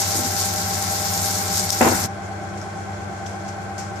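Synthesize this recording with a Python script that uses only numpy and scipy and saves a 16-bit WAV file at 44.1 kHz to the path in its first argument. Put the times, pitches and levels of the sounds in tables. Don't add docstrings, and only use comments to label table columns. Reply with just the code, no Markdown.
import sys
import numpy as np
from scipy import signal
from scipy.fft import rfft, irfft
from scipy.io import wavfile
from scipy.ndimage import uniform_filter1d, minimum_filter1d

SR = 44100
rng = np.random.default_rng(int(sys.argv[2]) if len(sys.argv) > 2 else 0)


def waveform_to_disk(signal):
    frames = np.transpose(np.atleast_2d(signal))
    scaled = np.clip(frames, -1, 1) * 32767
    samples = np.round(scaled).astype(np.int16)
    wavfile.write(sys.argv[1], SR, samples)


N = 176400
T = np.arange(N) / SR


def amp(db):
    return 10 ** (np.asarray(db) / 20)


def unit(x):
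    return x / np.sqrt(np.mean(x ** 2) + 1e-20)


def noise(samples=N):
    return rng.standard_normal((2, samples))


def lookup(table, hz):
    table_hz, values = np.transpose(table)
    return np.interp(np.log(hz + 1), np.log(table_hz + 1), values)


def balance(left_minus_right_db):
    return amp(left_minus_right_db * np.array([[.5], [-.5]]))


def bandpass(x, low_hz, high_hz):
    return signal.sosfilt(signal.butter(2, [low_hz, high_hz], "bandpass", fs=SR, output="sos"), x)


def add(mix, start_s, sound):
    part = mix[:, round(start_s * SR):][:, :sound.shape[1]]
    part += sound[:, :part.shape[1]]


# freq_hz, coherence
MIC_COHERENCE = [(30, 0.4), (90, 0.85), (180, 0.79), (350, 0.63), (700, 0.06), (1300, 0.017), (3000, 0.045),
                 (15000, 0.025)]
# freq_hz, left_minus_right_db
MIC_BALANCE = [(50, 2), (300, 1.5), (1200, 3.5), (2200, 4.5), (2900, -1.5), (4000, 4.5), (5500, 8),
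               (7000, -4.5), (8500, 2), (10000, 0), (12000, 3.5), (14500, 1)]

def colour(x, spectrum):
    hz = np.fft.rfftfreq(x.shape[1], 1 / SR)
    left, other = rfft(x)
    coherence = lookup(MIC_COHERENCE, hz)
    right = coherence * left + np.sqrt(1 - coherence ** 2) * other
    pair = np.array([left, right]) * balance(lookup(MIC_BALANCE, hz))
    return unit(irfft(pair * amp(lookup(spectrum, hz)), x.shape[1]))


# freq_hz, t60_s
ROOM_DECAY = [(100, 0.73), (500, 0.39), (2000, 1), (8000, 0.12), (15000, 0.055)]

def room(x):
    white = colour(noise(SR // 2), [(20, 0), (20000, 0)])
    hz, t, bins = signal.stft(white, SR, nperseg=256)
    decay = amp(-60 * t / lookup(ROOM_DECAY, hz)[:, None]) * (t > .004)
    tail = signal.istft(bins * decay, nperseg=256)[1]
    return signal.fftconvolve(x, tail / np.linalg.norm(tail[0]), axes=1)[:, :N]


TURNS_PER_S = 8.68
# start_turns, length_turns, from_hz, to_hz
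WHOOP_GLIDE = (.62, .85, 560, 860)

def fan_whoop():
    start_turns, length_turns, from_hz, to_hz = WHOOP_GLIDE
    progress = np.minimum((TURNS_PER_S * T - start_turns) % 1 / length_turns, 1)
    cycles = np.cumsum(from_hz + (to_hz - from_hz) * progress) / SR
    tone = np.sin(2 * np.pi * cycles + rng.random((2, 1)) * np.pi / 2)
    return unit(np.sin(np.pi * progress) * tone)


# centre_hz, width_hz, gain_db
HOUSING_MODES = [(1071, 47, -1.5), (1350, 53, -1.5), (1538, 95, 2), (2123, 240, -9)]

def rotor_whirr(repeat_share=.88):
    one_turn = noise(round(SR / TURNS_PER_S))
    repeating = one_turn[:, np.arange(N) % one_turn.shape[1]]
    rub = np.sqrt(repeat_share) * repeating + np.sqrt(1 - repeat_share) * noise()
    out = np.zeros((2, N))
    for hz, width_hz, gain_db in HOUSING_MODES:
        ring = unit(bandpass(rub, hz - width_hz / 2, hz + width_hz / 2))
        out += amp(gain_db) * ring * balance(lookup(MIC_BALANCE, hz))
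    return unit(out)


# pitch_hz, level_db, swing_db, swing_phase_turns, flutter_rad
STOVE_TONES = [(73, -54, 2, 0.17, .2), (99.8, -33, 4, .65, .05), (199.7, -42, 4, .17, .3),
               (158, -49.5, -7, 0.2, 0.5), (183.4, -43.5, 5.5, 0.14, 0.45), (607.6, -41.3, 2.5, .95, .35),
               (790, -33, 3.6, .12, .45), (850, -47, 3, .42, .3), (745, -40, -11.5, 0.24, 1.46)]
PLATE_TONES = [(74, -51, 1.2, .17, .12), (177, -45.5, 3, .11, 1.2), (360, -49.5, 2.7, .073, .3),
               (99.8, -36.5, 4, .56, .1), (199.6, -40.7, 1, .1, .15), (598.7, -46.5, 4, .8, .6),
               (690, -49.5, 4, .97, .3), (790, -38.3, 5.5, .17, .35), (850, -52, 2, .3, .3)]

def motor_hum(at_stove, uneven_db=.9, flutter_width=.64):
    rotor_rad = 2 * np.pi * TURNS_PER_S * T
    orders = np.arange(1, 5)[:, None]
    harmonics = np.exp(1j * orders * rotor_rad) / orders
    out, knots_s = np.zeros((2, N)), T[::1500]
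    for hz, level_db, swing_db, phase_turns, flutter_rad in STOVE_TONES if at_stove else PLATE_TONES:
        drift = unit(np.interp(T, knots_s, rng.standard_normal(len(knots_s))))
        throb = np.exp(1j * (2 * np.pi * phase_turns - rotor_rad))
        swell = amp(swing_db * throb + uneven_db * drift)
        mid, side = (np.exp(2j * np.pi * rng.random((2, len(orders)))) @ harmonics).real
        flutter = flutter_rad * unit(mid + flutter_width * np.array([side, -side]))
        carrier = np.exp(2j * np.pi * (hz * T + rng.random()) + 1j * flutter)
        out += amp(level_db) * unit((swell * carrier).real) * balance(lookup(MIC_BALANCE, hz))
    return out


# freq_hz, density_db
STOVE_AIR = [(45, -41), (75, 5), (130, -14), (180, 6.5), (240, -8), (400, -0.5), (540, -10), (750, -2.5),
             (1200, -9.5), (1600, -10), (2200, -8.5), (2900, -19.5), (15000, -50)]
PLATE_AIR = [(20, -28), (45, -23), (80, -1), (130, 0.5), (180, -0.5), (250, -10), (330, 2), (540, -6.5),
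             (750, 2), (930, -7.5), (1370, -9.5), (1560, -7.5), (1800, -13), (2150, -11.5), (2800, -21.5),
             (15000, -43)]

def air_rush(at_stove):
    return colour(noise(), STOVE_AIR if at_stove else PLATE_AIR)


def fan(near):
    stove = motor_hum(at_stove=True) + amp(-36.5) * rotor_whirr() + amp(-32) * air_rush(at_stove=True)
    plate = motor_hum(at_stove=False) + amp(-41) * rotor_whirr() + amp(-35) * air_rush(at_stove=False)
    return amp(-46.5) * fan_whoop() + near * stove + (1 - near) * plate * balance(-1.34)


# pitch_hz, gain_db, t60_s
BODY_MODES = [(113.4, -13, 0.6), (247.4, 2, 0.15), (330, 1, .14), (438, -8, 0.077), (606, -7.5, 0.072),
              (757, 3, 0.13), (892, 1, 0.092), (978, 3, 0.073), (1358, -8, 0.082), (1537, -9, 0.11),
              (2040, -13.5, 0.096)]
# freq_hz, density_db
THUD_SPECTRUM = [(30, -20), (100, -11), (240, -0.5), (900, -4), (1300, -8), (2200, -11), (3000, -13.5),
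                 (15000, -53)]
# start_s, gain_db, thud_decay_s, lowpass_hz
KNOCK_HITS = [(.146, -26.5, 0.014, 610), (.186, -21.5, 0.013, 350), (0.242, -25.5, 0.012, 350),
              (1.8078, -9.5, 0.0094, 2370), (1.8215, -14.5, 0.018, 2300), (1.846, -17, 0.024, 2300),
              (1.859, -19, 0.02, 2380), (1.873, -16.5, 0.014, 2380), (1.913, -19.5, 0.021, 706),
              (1.955, -26, 0.068, 258), (2.029, -16.5, 0.03, 135)]

def knocks(rise_s=.0013):
    out, t = np.zeros((2, N)), np.arange(SR // 3) / SR
    ring = sum(amp(db - 60 * t / t60_s) * np.sin(2 * np.pi * hz * t) for hz, db, t60_s in BODY_MODES)
    attack = 1 - np.exp(-t / rise_s)
    for start_s, gain_db, decay_s, lowpass_hz in KNOCK_HITS:
        thud = colour(noise(len(t)), THUD_SPECTRUM) * np.exp(-t / decay_s)
        blow = amp(gain_db) * attack * (amp(1) * ring / 2 + amp(4) * thud)
        add(out, start_s, bandpass(blow, 40, lowpass_hz))
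    return out + amp(-10) * room(out)


def flicker(x, depth_db):
    hz, _, bins = signal.stft(x, SR, nperseg=256)
    across_bins = uniform_filter1d(rng.standard_normal(bins.shape[1:]), size=30, axis=0)
    patches = unit(uniform_filter1d(across_bins, size=10, axis=1))
    gain = amp(depth_db * np.sqrt(hz[:, None] / 12000) * patches)
    return signal.istft(bins * gain, nperseg=256)[1][:, :N]


def bubbles(bursts_per_s=5000, spread_db=4, hiss_share=.69):
    sizes = amp(spread_db * np.minimum(rng.exponential(1, N), 5))
    bursting = rng.random(N) < bursts_per_s / SR
    bursts = unit(sizes * bursting * noise())
    return flicker(np.sqrt(1 - hiss_share) * bursts + np.sqrt(hiss_share) * noise(), depth_db=2)


# freq_hz, density_db
FIZZ_SPECTRUM = [(2000, -26), (2850, -14), (3280, 2.5), (3750, -8), (4300, 1), (4700, -3), (5600, 1),
                 (7200, 2), (8500, -5.5), (11500, -16), (14500, -75)]
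SPURT_SPECTRUM = [(2000, -5), (3800, -12), (5600, 0), (7400, -2.5), (9400, -15), (14500, -27)]
# start_s, level_db, decay_s
FIZZ_SPURTS = [(2.572, -41, 0.033), (2.612, -41.5, 0.035), (3.258, -38.5, 0.054), (3.478, -38, 0.037),
               (3.778, -31, 0.045), (3.955, -42, 0.033)]

def far_pan(rise_s=.004):
    spurt_power = np.zeros(N)
    for start_s, level_db, decay_s in FIZZ_SPURTS:
        age_s = np.maximum(T - start_s, 0)
        envelope = np.minimum(age_s / rise_s, 1) * np.exp(-np.maximum(age_s - rise_s, 0) / decay_s)
        spurt_power += (amp(level_db) * envelope) ** 2
    fizz = amp(-48) * colour(bubbles(), FIZZ_SPECTRUM)
    return fizz + np.sqrt(spurt_power) * colour(bubbles(), SPURT_SPECTRUM)


# start_s, gain_db, pitch_hz
FAT_SPITS = [(0.8247, -12.5, 6940), (.8975, -22, 11600), (1.3127, -15, 7350), (1.5797, -12, 6940),
             (1.7046, -1, 5400), (1.7078, -7, 5700), (1.8153, -12.5, 7400), (1.8876, -14, 6800),
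             (1.9323, -15, 12500), (1.8562, -14, 7000), (2.0403, -13, 5800), (2.615, -26, 5800),
             (3.264, -29, 3380), (3.78, -32, 5000)]

def spits(ring_decay_s=.00035, crack_decay_s=.0006):
    out, t = np.zeros((2, N)), np.arange(SR // 100) / SR
    ring_envelope = t / ring_decay_s * np.exp(1 - t / ring_decay_s)
    for start_s, gain_db, hz in FAT_SPITS:
        ring = np.sin(2 * np.pi * (hz * t + rng.random((2, 1)) / 2)) * ring_envelope
        crack = unit(np.diff(noise(len(t) + 1))) * np.exp(-t / crack_decay_s)
        add(out, start_s, amp(gain_db) * balance(lookup(MIC_BALANCE, hz)) * (ring + .9 * crack))
    return out + amp(-13) * room(out)


# freq_hz, density_db
SIZZLE_SPECTRUM = [(1800, -16), (2900, -12), (3640, -6.5), (5290, -1), (7000, 0.5), (8400, -3.5),
                   (9900, -10), (11600, -4.5), (12900, -8.5), (14500, -8.5)]
# time_s, level_db
SIZZLE_ENVELOPE = [(0.0, -22), (0.352, -25.5), (0.394, -21), (0.526, -25), (1.322, -23), (1.478, -25),
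                   (1.576, -21.5), (1.69, -28)]

def sizzle():
    level_db = np.interp(T, *np.transpose(SIZZLE_ENVELOPE), right=-23.5)
    return colour(bubbles(), SIZZLE_SPECTRUM) * amp(level_db)


CUT_S, CROSSFADE_S, FAR_LOWPASS_HZ = 2.069, .031, 6500

def scene():
    near = np.clip(.5 - (T - CUT_S) / CROSSFADE_S, 0, 1)
    near_spits = spits()
    far_spits = signal.sosfilt(signal.butter(3, FAR_LOWPASS_HZ, fs=SR, output="sos"), near_spits)
    background = fan(near)
    stove = near * sizzle() + near_spits + knocks()
    plate = far_pan() + far_spits
    return background + near * stove + (1 - near) * plate


THRESHOLD_DB, MAX_DUCK_DB, ATTACK_S, RELEASE_DB_PER_S = -9, 8, .00031, 700
BAND_LIMIT_HZ = 14700

def record(dry):
    treble_power = uniform_filter1d((np.diff(dry, prepend=0) ** 2).mean(0), size=30)
    over_db = np.clip(10 * np.log10(abs(treble_power) + 1e-12) - THRESHOLD_DB, 0, MAX_DUCK_DB)
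    held_db = -minimum_filter1d(-over_db, size=301, origin=150)
    ramp_db = T * RELEASE_DB_PER_S
    released_db = np.maximum.accumulate(held_db + ramp_db) - ramp_db
    pole = np.exp(-1 / (ATTACK_S * SR))
    duck_db = signal.lfilter([1 - pole], [1, -pole], released_db)
    clipped = np.clip(dry / amp(duck_db), -.92, .92)
    lowpass = signal.firwin(401, BAND_LIMIT_HZ, window=("kaiser", 9), fs=SR)
    return signal.oaconvolve(clipped, lowpass[None], "same")


dry = scene()
out = record(dry)
waveform_to_disk(out)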